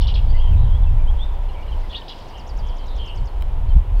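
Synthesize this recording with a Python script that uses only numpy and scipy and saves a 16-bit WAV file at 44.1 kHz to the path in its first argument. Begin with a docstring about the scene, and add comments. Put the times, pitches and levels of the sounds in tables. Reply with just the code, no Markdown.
"""A back garden on a breezy spring day. It opens on three sharp scolding chips, with gusts rumbling on the
microphone over the hush of distant traffic. Birds whistle farther off; trees, fence and houses scatter
the calls. A small bird starts a fast, thin trill just after 1 s. Around 2 s the wind lulls, the scolder
squawks and chips again, and a soft hiss swells. The trill peaks, then ends under far calls; something
ticks close to the microphone at 3.4 s, and the hardest gust thumps just before the end."""
import sys
import numpy as np
from scipy import signal
from scipy.fft import rfft, irfft
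from scipy.io import wavfile
from scipy.ndimage import uniform_filter1d

SR = 44100
rng = np.random.default_rng(int(sys.argv[2]) if len(sys.argv) > 2 else 0)


def transcribe(u):
    """Save the signal u as a 16-bit wav file named by the first command-line argument.

    u: samples, shape (n,) or (channels, n), limited to [-1, 1]; the rate is SR.
    q: integer samples, one column per channel.
    """
    v = np.clip(np.atleast_2d(u).T, -1, 1)
    q = np.round(v * 32767).astype(np.int16)
    wavfile.write(sys.argv[1], SR, q)


N = 176400
TIME = np.arange(N) / SR


# Sharp scolding chips: (time [s], top pitch [Hz], end pitch [Hz], level at the knee [dB])
SCOLD_CHIPS = [(.008,5150,2650,-31.5),(.069,5350,2750,-29),(.140,4900,2400,-30.5),(2.081,5100,2600,-32)]
# Harsh squawks: (time [s], length [s], start pitch [Hz], middle pitch [Hz], end pitch [Hz], level [dB])
SCOLD_SQUAWKS = [(1.892,.04,3200,3500,3200,-40),(1.9,.05,4200,4100,4300,-49),(1.926,.016,3100,2950,2750,-35),(1.94,.034,2700,3350,3850,-27),(1.96,.03,3900,4400,4200,-40),(2.016,.009,3000,3200,3200,-37)]

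def scolding_bird():
    """Chips flick up, crest and drop, drawn out into a rasp by their echoes; the squawk grates upward."""
    start_hz, sag_hz, knee_hz = 3000, 764, 3300
    corners_s = np.cumsum([0, .007, .00418, .00307, .00924])  # rise, crest, fall to the knee, tail
    t = TIME[TIME < corners_s[-1]]
    shape_db = np.interp(t, corners_s, [0, -9.5, -9.5, 0, -4])
    chips = np.zeros(N)
    for s, top_hz, end_hz, db in SCOLD_CHIPS:
        hz = np.interp(t, corners_s, [start_hz, top_hz, top_hz - sag_hz, knee_hz, end_hz])
        add(chips, s, from_db(db + shape_db) * tone(hz, rough=.074, taper=.068))
    squawks = slurs(SCOLD_SQUAWKS, rough=.064, taper=.52)
    echo_send = from_db(1.5) * chips + from_db(-6.5) * squawks
    return chips + squawks + garden_echoes(echo_send, spread_s=.036, trees_db=-10.5)


# The trill's swell: (time [s], level [dB])
TRILL_SWELL = [(1.15,-65),(1.55,-58),(1.9,-57),(2.2,-50),(2.48,-43.5),(2.68,-48),(2.88,-50.5),(3.08,-47),(3.27,-46)]
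# The floor each note falls back to: (time [s], pitch [Hz])
TRILL_FLOOR = [(1.15,4450),(2.48,4470),(2.9,4400),(3.27,4200)]

def trilling_bird():
    """A fast run of thin notes: each sweeps up, breaks and falls back, and the pace slowly slackens."""
    start_s, period_s, slowing_s = 1.148, .0944, .00018
    up_s, up_span_hz, up_bend_s = .024, 3800, .0105
    down_s, down_span_hz, down_bend_s = .033, 1760, .006
    break_s, uneven_db = .003, 1.8
    up, down = TIME[TIME < up_s], TIME[TIME < down_s]
    notes = np.zeros(N)
    for k in range(23):
        s = start_s + period_s * k + slowing_s * k * (k - 1) / 2
        floor_hz = curve(TRILL_FLOOR, s)
        gain = from_db(curve(TRILL_SWELL, s) + uneven_db * rng.standard_normal())
        rise = tone(floor_hz + up_span_hz * np.exp((up - up_s) / up_bend_s), rough=.004, taper=.49)
        fall = tone(floor_hz + down_span_hz * np.exp(-down / down_bend_s), rough=.0033, taper=.19)
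        add(notes, s - up_s, gain * from_db(-4.5) * rise * np.sqrt(up / up_s))
        add(notes, s + break_s, gain * fall * (1 - down / down_s))
    return notes + from_db(-8) * garden_echoes(notes, spread_s=.022, trees_db=-2)


# Clear slurs: (time [s], length [s], start pitch [Hz], middle pitch [Hz], end pitch [Hz], level [dB])
NEAR_WHISTLES = [(.328,0.054,1905,2037,2100,-44.5),(.39,.045,2980,3240,3300,-40.5),(.72,0.063,3100,3274,3450,-44),(.83,0.024,3760,3440,3220,-50.5),(.86,.035,2630,2650,2600,-48.5),(.98,0.065,2390,2390,2330,-52),(1.065,0.048,2920,3200,3350,-40.5),(1.176,0.089,2794,3520,3505,-37),(1.482,0.032,3130,2930,2640,-46.5),(1.48,0.03,4200,4140,4050,-56),(1.54,0.022,3260,3050,2780,-48),(1.625,0.015,2800,2870,2950,-44),(1.672,0.034,3400,2920,2730,-44.5),(1.675,.035,4080,4080,3960,-54),(1.71,0.035,3540,3080,2840,-42),(1.825,0.04,2140,2050,1950,-49),(1.87,0.21,1950,1850,1710,-51.5),(3.685,0.05,3300,3110,3100,-50.5)]
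# One very thin falling whistle, same columns
HIGH_WHISTLE = [(3.01,.29,8600,8100,6500,-71)]
# Burry calls in the distance, same columns
FAR_WHISTLES = [(.275,.035,4520,4600,4670,-50),(.33,0.058,4500,4570,4640,-51.5),(.29,0.041,3500,3150,2660,-47),(.35,0.057,2900,3050,2680,-44),(.41,0.085,3200,3150,3000,-44),(.49,0.047,3000,2700,2390,-50),(.54,0.13,3700,3800,3670,-52),(.62,0.11,3300,3150,3340,-51.5),(1.15,.13,3270,3580,3474,-49.5),(1.53,0.097,2400,2300,2340,-49.5),(2.32,0.072,3090,3000,3000,-45),(2.595,0.147,3150,3220,3170,-48.5),(2.75,0.092,3300,3150,3170,-51.5),(2.76,0.3,4200,4100,4270,-58),(2.85,.15,3830,3660,3360,-49),(2.95,.185,3337,3045,2880,-39),(3.67,0.021,4450,4300,4100,-55),(3.73,0.047,3150,3120,3100,-71),(3.94,0.1,4400,4350,4000,-57)]

def whistling_birds():
    """Nearer whistles keep their line; far, burry ones arrive fully wet, smeared by the garden."""
    near = slurs(NEAR_WHISTLES, rough=.0044, taper=.83) + slurs(HIGH_WHISTLE, rough=.0067, taper=.6)
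    far = slurs(FAR_WHISTLES, rough=.028, taper=.36, burr=.05)
    near_wet = from_db(-7.5) * garden_echoes(near, spread_s=.03, trees_db=-4)
    far_wet = garden_echoes(far, spread_s=.026, trees_db=-10.5)
    return near + near_wet + far_wet


# Gust envelopes for the deep rumble and the upper-bass buffeting: (time [s], relative level [dB])
RUMBLE_GUSTS = [(0,-16.5),(.1,-23.5),(.35,-16),(.52,-17.5),(1.12,-18),(1.22,-25.5),(1.47,-26),(1.58,-34.5),(1.7,-31),(1.77,-23),(1.9,-34),(2.02,-42.5),(2.2,-44),(2.48,-38.5),(2.56,-27.5),(2.72,-28),(2.8,-33),(2.97,-27.5),(3.12,-36),(3.22,-23),(3.29,-37.5),(3.38,-26),(3.68,-24.5),(3.77,-8.5),(3.85,-36.5),(3.92,-22.5),(4,-16.5)]
BUFFET_GUSTS = [(0,-31),(.33,-28.5),(.43,-42.5),(.51,-21),(.72,-27.5),(.96,-27),(1.1,-44.5),(1.6,-46.5),(1.78,-45),(1.95,-58),(2.45,-63),(2.6,-37.5),(2.78,-59),(3.13,-43.5),(3.22,-33.5),(3.3,-48),(3.62,-34),(3.77,-33.5),(3.86,-42),(3.92,-30),(4,-52)]
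# Their tone colours: (frequency [Hz], spectral level [dB])
RUMBLE_EQ = [(10,-35.5),(22,8),(45,-3),(60,-4),(85,-26),(125,-35),(200,-59),(400,-86)]
BUFFET_EQ = [(35,-23),(62,-1.5),(85,4),(120,-9),(160,-22),(220,-33),(320,-45),(600,-48),(1500,-84)]

def wind():
    """Eddies on the microphone: a deep rumble with buffeting on top; the biggest pushes are rounded."""
    rumble = from_db(7.5 + curve(RUMBLE_GUSTS, TIME)) * steadied(noise(RUMBLE_EQ), samples=1800)
    buffet = from_db(8 + curve(BUFFET_GUSTS, TIME)) * steadied(noise(BUFFET_EQ), samples=1600)
    ceiling = .75
    return ceiling * np.tanh((rumble + buffet) / ceiling)


# Close, dry ticks: (time [s], relative level [dB])
TICK_HITS = [(0.263,-45),(2.58,-44),(3.403,-50),(3.41,-34),(3.4234,-25)]
# The ring of a tick: (frequency [Hz], relative level [dB], time to fade 60 dB [s])
TICK_RING = [(1300,-9,.01),(2400,-4,.01),(3100,-2,.014),(3900,-6,.01),(5300,-11,.005)]

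def ticks():
    """Tiny hard contacts by the microphone: a snap and a few short modes."""
    out, t = np.zeros(N), TIME[:SR // 20]
    ring = sum(from_db(db - 60 * t / t60) * np.sin(2 * np.pi * hz * t) for hz, db, t60 in TICK_RING)
    snap = from_db(4.5) * (t == 0)
    for s, db in TICK_HITS:
        add(out, s, from_db(db) * (.5 * ring + snap))
    return out


# The hiss swells and fades: (time [s], level [dB])
HISS_SWELL = [(0,-64.5),(1.3,-71),(1.8,-58),(2.0,-57.5),(2.2,-51.5),(2.45,-62),(2.8,-63),(4,-74)]
# Its bright colour: (frequency [Hz], spectral level [dB])
HISS_EQ = [(800,-24),(2000,-1),(3200,3),(5000,1),(6500,-14.5),(9000,-21),(15000,-29)]

def hiss():
    """A soft, diffuse treble swell behind the birds, likely the scolding calls echoing off the trees."""
    return from_db(curve(HISS_SWELL, TIME)) * noise(HISS_EQ)


# The traffic bed, almost flat: (time [s], level [dB])
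TRAFFIC_BED = [(0,-39.5),(1,-40),(2,-40),(3,-40.5),(4,-41)]
# Its dull colour: (frequency [Hz], spectral level [dB])
TRAFFIC_EQ = [(40,0.5),(110,6.5),(170,0),(300,-2),(600,-0.5),(800,-.5),(970,1.5),(1130,-7.5),(1450,-13),(2300,-16.5),(3200,-16),(4200,-27),(5500,-33),(7500,-35),(15000,-38.5)]

def traffic():
    """Steady far tyre noise and the hush of the air."""
    return from_db(curve(TRAFFIC_BED, TIME)) * noise(TRAFFIC_EQ)


def garden_echoes(x, spread_s, trees_db):
    """A dense cluster of reflections off fence and walls, and a long tail from the far trees."""
    t, predelay_s, trees_t60_s = TIME[:SR], .0035, .84
    cluster = np.exp(-(t / spread_s) ** 4)
    tail = from_db(trees_db - 60 * t / trees_t60_s)
    response = (cluster + tail) * (t > predelay_s) * rng.standard_normal(SR)
    return signal.fftconvolve(x, response / np.linalg.norm(response))[:N]


def slurs(rows, rough, taper, burr=0, burr_hz=130):
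    """Notes that each bend smoothly through three pitches; a burr is a fast, uneven vibrato."""
    out = np.zeros(N)
    for s, length, start, middle, end, db in rows:
        bend = np.polyfit([0, .5, 1], [start, middle, end], 2)
        hz = np.polyval(bend, np.linspace(0, 1, int(length * SR)))
        vibrato = tone(np.full(len(hz), burr_hz), rough=1, taper=0)
        add(out, s, from_db(db) * tone(hz * (1 + burr * vibrato), rough, taper))
    return out


def tone(hz, rough, taper):
    """A bird's near-sine on a pitch path; rough is the flutter depth, taper the share spent in fades."""
    flutter = rms_one(uniform_filter1d(rng.standard_normal(len(hz)), size=40))
    phase = 2 * np.pi * np.cumsum(hz * (1 + rough * flutter)) / SR
    return np.sin(phase) * signal.windows.tukey(len(hz), taper)


def noise(eq):
    """Noise of rms 1 with the given spectrum."""
    hz, db = np.transpose(eq)
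    bins = np.maximum(np.fft.rfftfreq(N, 1 / SR), 1)
    gains = from_db(np.interp(np.log(bins), np.log(hz), db))
    return rms_one(irfft(rfft(rng.standard_normal(N)) * gains, N))


def steadied(x, samples):
    """Even out the slow chance swings of a noise."""
    power = uniform_filter1d(uniform_filter1d(x * x, samples), samples)
    return x / np.sqrt(power)


def from_db(db):
    """Decibels to gain."""
    return 10 ** (np.asarray(db) / 20)


def rms_one(x):
    """Scale to rms 1."""
    return x / np.sqrt(np.mean(x ** 2) + 1e-20)


def curve(rows, at):
    """Straight lines through (x, value) rows."""
    return np.interp(at, *np.transpose(rows))


def add(out, s, x):
    """Mix x in at time s."""
    i = int(np.clip(s * SR, 0, N))
    out[i:i + len(x)] += x[:N - i]


def scene():
    """The mono mix: birds and ticks over a bed of wind, traffic and hiss."""
    bed = wind() + traffic() + hiss()
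    return (bed + scolding_bird() + trilling_bird() + whistling_birds() + ticks())[None]


def record(dry):
    """A steep high cut on the whole mix."""
    stop_hz, stop_db = 16500, 70
    return signal.sosfilt(signal.cheby2(16, stop_db, stop_hz, fs=SR, output="sos"), dry)


dry = scene()
out = record(dry)
transcribe(out)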